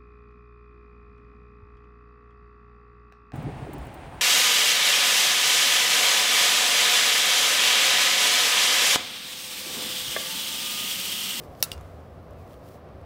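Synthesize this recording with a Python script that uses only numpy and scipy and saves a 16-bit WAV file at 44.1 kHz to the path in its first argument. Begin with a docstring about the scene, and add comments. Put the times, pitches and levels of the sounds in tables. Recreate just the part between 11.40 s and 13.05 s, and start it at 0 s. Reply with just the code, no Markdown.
"""On a lawn, close by, a light bat cracks against a hollow ball, and both ring briefly.
A duller knock follows about a tenth of a second later. Buildings and trees scatter the crack faintly.
The batter's shoes brush the grass and snap stalks. Far away, a bird whistles once,
and the tyres and engines of traffic rumble throughout."""
import sys
import numpy as np
from scipy.fft import rfft, irfft, next_fast_len
from scipy.io import wavfile
from scipy.ndimage import map_coordinates

SR = 44100
rng = np.random.default_rng(int(sys.argv[2]) if len(sys.argv) > 2 else 0)


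def digitize_waveform(pressure):
    """Quantize a signal to 16-bit integers and store it at the path in sys.argv[1].

    Rows of a 2-D input are taken as channels; values are limited to [-1, 1].
    """
    field = np.atleast_2d(pressure).T
    bounded = np.clip(field, -1, 1)
    quanta = np.round(bounded * 32767).astype(np.int16)
    wavfile.write(sys.argv[1], SR, quanta)


N = 72765
T = np.arange(N) / SR
HIT_S = 0.2264  # when bat meets ball

# How much bass and treble the snap has (frequency [Hz], level [dB])
SNAP_COLOUR = [(200, -6), (600, -3.5), (1400, -6), (2500, -2.5), (6000, -3.5), (9000, -1.5), (13000, -1.5),
               (15700, 1), (16600, -23)]
# Tones of the hit (frequency [Hz], level [dB], fade time [s])
SHELL_FLEX = [(13500, -3, .0018)]  # the ball's shell bends sharply
DAMPED_TONES = [(1970, -30.5, 0.027), (2244, -25, 0.022), (2600, -17.5, 0.017), (2920, -18.5, 0.022),
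                (4030, -16.5, .016), (5000, -14.5, 0.012), (5540, -8, 0.013), (5923, -14.5, 0.021),
                (7710, -25, 0.016), (8350, -19.5, 0.018), (10170, -22, 0.0099), (11860, -27.5, 0.013),
                (13700, -17, 0.0088), (14700, -19, 0.009), (15570, -19.5, .013)]  # the contact stops these at once
RINGING_TONES = [(1342, -39, .18), (2690, -28, .06), (3760, -26, .063), (3880, -34, .05), (4400, -35, .05),
                 (5103, -33, .06), (5534, -38, .065), (5981, -35, .06), (8511, -32, .04), (9399, -28, .045),
                 (10200, -30, .045), (10930, -32, .06), (12120, -34, .055)]  # bat and ball ring on
HOLLOW_POCK = [(500, -32, .018), (720, -33, .018)]  # the low note of the hollow ball


def bat_hit():
    """The bat dents the ball, its shell springs back with a second snap, and both ring."""
    snaps = click(HIT_S, SNAP_COLOUR) + amp(-2) * click(HIT_S + 0.001, SNAP_COLOUR)
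    crack = amp(-15.5) * noise(SNAP_COLOUR) * fade(HIT_S, t60=0.023, attack=0.00015)
    flex = ring(HIT_S, SHELL_FLEX, attack=0.00005)
    contact = ring(HIT_S, DAMPED_TONES, attack=0.00066)
    ringing = ring(HIT_S, RINGING_TONES, attack=0.0026)
    pock = ring(HIT_S + 0.0025, HOLLOW_POCK, attack=0.00066)
    return snaps + crack + flex + contact + ringing + pock


# Crisp first echoes off the ground and the batter (delay [s], level [dB])
FIRST_ECHOES = [(.009, -14), (.0103, -18), (.0115, -19)]
# Colours of the blurred echoes (frequency [Hz], level [dB])
NEAR_COLOUR = [(300, -23), (1500, -11.5), (3000, -24), (4200, 0), (7000, -4.5), (10300, -0.5), (12500, -6),
               (15700, -0.5), (16200, -33)]  # off things close by
FAR_COLOUR = [(300, -25), (1200, 8), (2500, 2.5), (6000, -1), (15700, -6), (16100, -36)]  # off the lawn and buildings
TREE_COLOUR = [(300, -13), (1100, 11.5), (2000, 0.5), (5000, -11), (9000, -14.5), (16000, -32.5)]  # off the line of trees


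def hit_echoes():
    """The crack bounces back; echoes from farther away are fainter, duller and longer."""
    ping_hz, ping_fade_s = 10180, 0.0033
    first = sum(ring(HIT_S + delay, [(ping_hz, db, ping_fade_s)], attack=0.0001)
                for delay, db in FIRST_ECHOES)
    near = amp(-25) * noise(NEAR_COLOUR) * fade(HIT_S + 0.0088, t60=0.062, attack=0.00065)
    far = amp(-40.5) * noise(FAR_COLOUR) * fade(HIT_S, t60=0.36, attack=0.025)
    trees = amp(-47) * noise(TREE_COLOUR) * fade(HIT_S, t60=1.34, attack=0.075)
    return first + near + far + trees


# Colour of the knock (frequency [Hz], level [dB])
KNOCK_COLOUR = [(200, -24), (900, -7), (2200, -8), (2700, 2), (3600, -2), (4400, 0), (5500, 4.5),
                (6500, -7.5), (8500, 1), (11000, -10.5), (15700, -5), (16000, -30)]
# Its low thud and higher tones (frequency [Hz], level [dB], fade time [s])
KNOCK_TONES = [(82, -33, 0.11), (2830, -41, 0.12), (2947, -20, 0.011), (3320, -19.5, 0.009),
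               (3630, -46, 0.011), (4330, -51, .04), (4730, -41.5, 0.077)]


def knock(start=0.3165):
    """A softer, hollow contact with a low thud and a short echo."""
    contact = amp(-25.5) * noise(KNOCK_COLOUR) * fade(start, t60=0.016, attack=0.00056)
    echo = amp(-38) * noise(KNOCK_COLOUR) * fade(start + 0.0092, t60=0.064, attack=0.002)
    return contact + echo + ring(start + 0.00056, KNOCK_TONES, attack=0.00044)


# How loudly the shoes brush the grass (time [s], level [dB])
BRUSH_LEVELS = [(0, -65.5), (.04, -59), (.075, -69), (.17, -66), (.21, -55), (.36, -95), (.43, -69),
                (.6, -73.5), (.94, -77), (1.0, -67), (1.04, -71), (1.12, -64), (1.21, -72), (1.26, -63),
                (1.35, -63.5), (1.41, -78.5), (1.65, -84)]
# Stalks snapping underfoot (time [s], level [dB], brightness [0-1])
STALK_SNAPS = [(.0352, -45, 0.5), (.1375, -54, .6), (0.15, -45.5, 0), (0.203, -44, .9), (0.378, -43, .3),
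               (0.41, -49, 1), (0.417, -61.5, 0.9), (0.9074, -53.5, .85), (.933, -58, 0.8),
               (1.108, -49, 0.4), (1.1318, -48, 0.6), (1.141, -48, .5), (1.287, -46.5, 0.8),
               (1.488, -53.5, 0.1), (1.613, -60.5, 0.8)]
# Colours of the grass (frequency [Hz], level [dB])
HISS_COLOUR = [(800, -3.5), (2500, -2.5), (5000, 0), (7000, -3.5), (11000, -4), (15700, -1), (16000, -37.5)]  # brushed blades
STALK_COLOUR = [(800, -10.5), (3000, 7), (5500, -2), (8000, -13.5), (16000, -25.5)]  # a thick, dull stalk
BLADE_COLOUR = [(800, -17.5), (3000, -1), (6000, 0), (10000, -0.5), (15700, 0), (16000, -30)]  # a dry, bright blade


def shoes_in_grass():
    """Shoes brush the blades with a grainy hiss and snap a few stalks."""
    hiss = noise(HISS_COLOUR) * amp(level_curve(BRUSH_LEVELS))
    grain = unit(amp(1.2 * wobble(390)))
    dull, bright = noise(STALK_COLOUR), noise(BLADE_COLOUR)
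    snaps = np.zeros(N)
    for start, db, brightness in STALK_SNAPS:
        blend = dull + brightness * (bright - dull)
        snaps += amp(db) * fade(start, t60=0.013, attack=0.00037) * blend
    return hiss * grain + snaps


def bird(start=0.91, length_s=0.21, top_hz=3040, fall_hz_per_s=6200):
    """One faint falling whistle from far away."""
    age = np.clip(T - start, 0, length_s)
    pitch_hz = top_hz - fall_hz_per_s * age
    phase = 2 * np.pi * np.cumsum(pitch_hz) / SR + 0.6 * wobble(150)
    swell = np.sin(np.pi * age / length_s)
    return amp(-68) * swell * np.sin(phase)


# Colours of tyre roar and engine rumble (frequency [Hz], level [dB])
TYRE_COLOUR = [(20, -13), (60, -32.5), (110, 6.5), (200, -1.5), (330, -2), (520, 1), (700, -0.5),
               (900, -9.5), (1150, -7.5), (1500, -16.5), (2200, -22), (3200, -27.5), (5200, -33),
               (7000, -44), (15700, -47), (16000, -74.5)]
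ENGINE_COLOUR = [(15, -11), (25, -49), (45, -10), (60, 0), (75, 3), (86, 6), (100, -2), (130, -15.5),
                 (300, -56.5)]
# How loud each is as time passes (time [s], level [dB])
TYRE_LEVELS = [(0, -45.5), (.55, -47.5), (.9, -47.5), (1.25, -46.5), (1.65, -47)]
ENGINE_LEVELS = [(0, -47), (.26, -53.5), (.34, -46), (.8, -45.5), (1.35, -51.5), (1.55, -46)]
# Notes the engines hum (frequency [Hz], level [dB])
ENGINE_TONES = [(85, -57.5), (158, -59), (226, -64.5), (284, -64), (377, -64.5), (496, -62), (550, -64)]


def traffic():
    """Far tyres roar while engines rumble and hum a few wavering notes."""
    roar = amp(level_curve(TYRE_LEVELS) + 0.6 * wobble(14.1)) * noise(TYRE_COLOUR)
    rumble = amp(level_curve(ENGINE_LEVELS) + 1.5 * wobble(11.46)) * noise(ENGINE_COLOUR)
    hum = np.zeros(N)
    for hz, db in ENGINE_TONES:
        strength = np.sqrt(2) * amp(db + 2 * wobble(8.1))
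        hum += strength * np.sin(2 * np.pi * hz * T + 1.3 * wobble(13))
    return roar + rumble + hum


def amp(db):
    """Turn decibels into a number to multiply by."""
    return 10 ** (np.asarray(db) / 20)


def unit(x):
    """Scale a signal to an average strength (rms) of 1."""
    return x / np.sqrt(np.mean(x ** 2) + 1e-20)


def level_curve(points):
    """Join (time [s], level [dB]) points with straight lines."""
    return np.interp(T, *np.transpose(points))


def gains(colour, size):
    """Turn a colour table into one multiplier for each frequency."""
    hz, db = np.transpose(colour)
    grid_hz = np.fft.rfftfreq(size, 1 / SR)
    return amp(np.interp(np.log(grid_hz + 1), np.log(hz + 1), db))


def noise(colour):
    """Noise of strength 1; the colour sets only its balance of bass and treble."""
    size = next_fast_len(N + SR // 2)
    spectrum = rfft(rng.standard_normal(size)) * gains(colour, size)
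    return unit(irfft(spectrum, size)[:N])


def wobble(rate):
    """A smooth curve through `rate` random values a second."""
    return map_coordinates(rng.standard_normal(N // 100), [T * rate + 2])


def fade(start, t60, attack):
    """Rise in about `attack` seconds and die away by 60 dB in `t60`, the fade time."""
    age = np.maximum(T - start, 0)
    return (1 - np.exp(-age / attack)) * np.exp(-np.log(1000) * age / t60)


def click(start, colour):
    """One sharp click of the given colour."""
    cepstrum = irfft(np.log(gains(colour, size=1024)))
    # Fold it in half so the click is strongest at its start.
    half = len(cepstrum) // 2
    cepstrum[1:half] *= 2
    cepstrum[half + 1:] = 0
    pulse = irfft(np.exp(rfft(cepstrum)))
    return np.pad(pulse, (int(start * SR), N))[:N]


def ring(start, tones, attack):
    """Tones that start together, each fading at its own speed."""
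    return sum(amp(db) * fade(start, t60, attack) * np.cos(2 * np.pi * hz * (T - start))
               for hz, db, t60 in tones)


def scene():
    """Add all the sounds into one channel."""
    return (bat_hit() + hit_echoes() + knock() + shoes_in_grass() + bird() + traffic())[None]


def record(dry):
    """Cut away the very highest treble."""
    top_hz, slope_width_hz = 16450, 300
    size = next_fast_len(N + SR // 2)
    hz = np.fft.rfftfreq(size, 1 / SR)
    keep = np.clip((top_hz - hz) / slope_width_hz + 0.5, 0, 1)
    return irfft(rfft(dry, size) * keep, size)[:, :N]


dry = scene()
out = record(dry)
digitize_waveform(out)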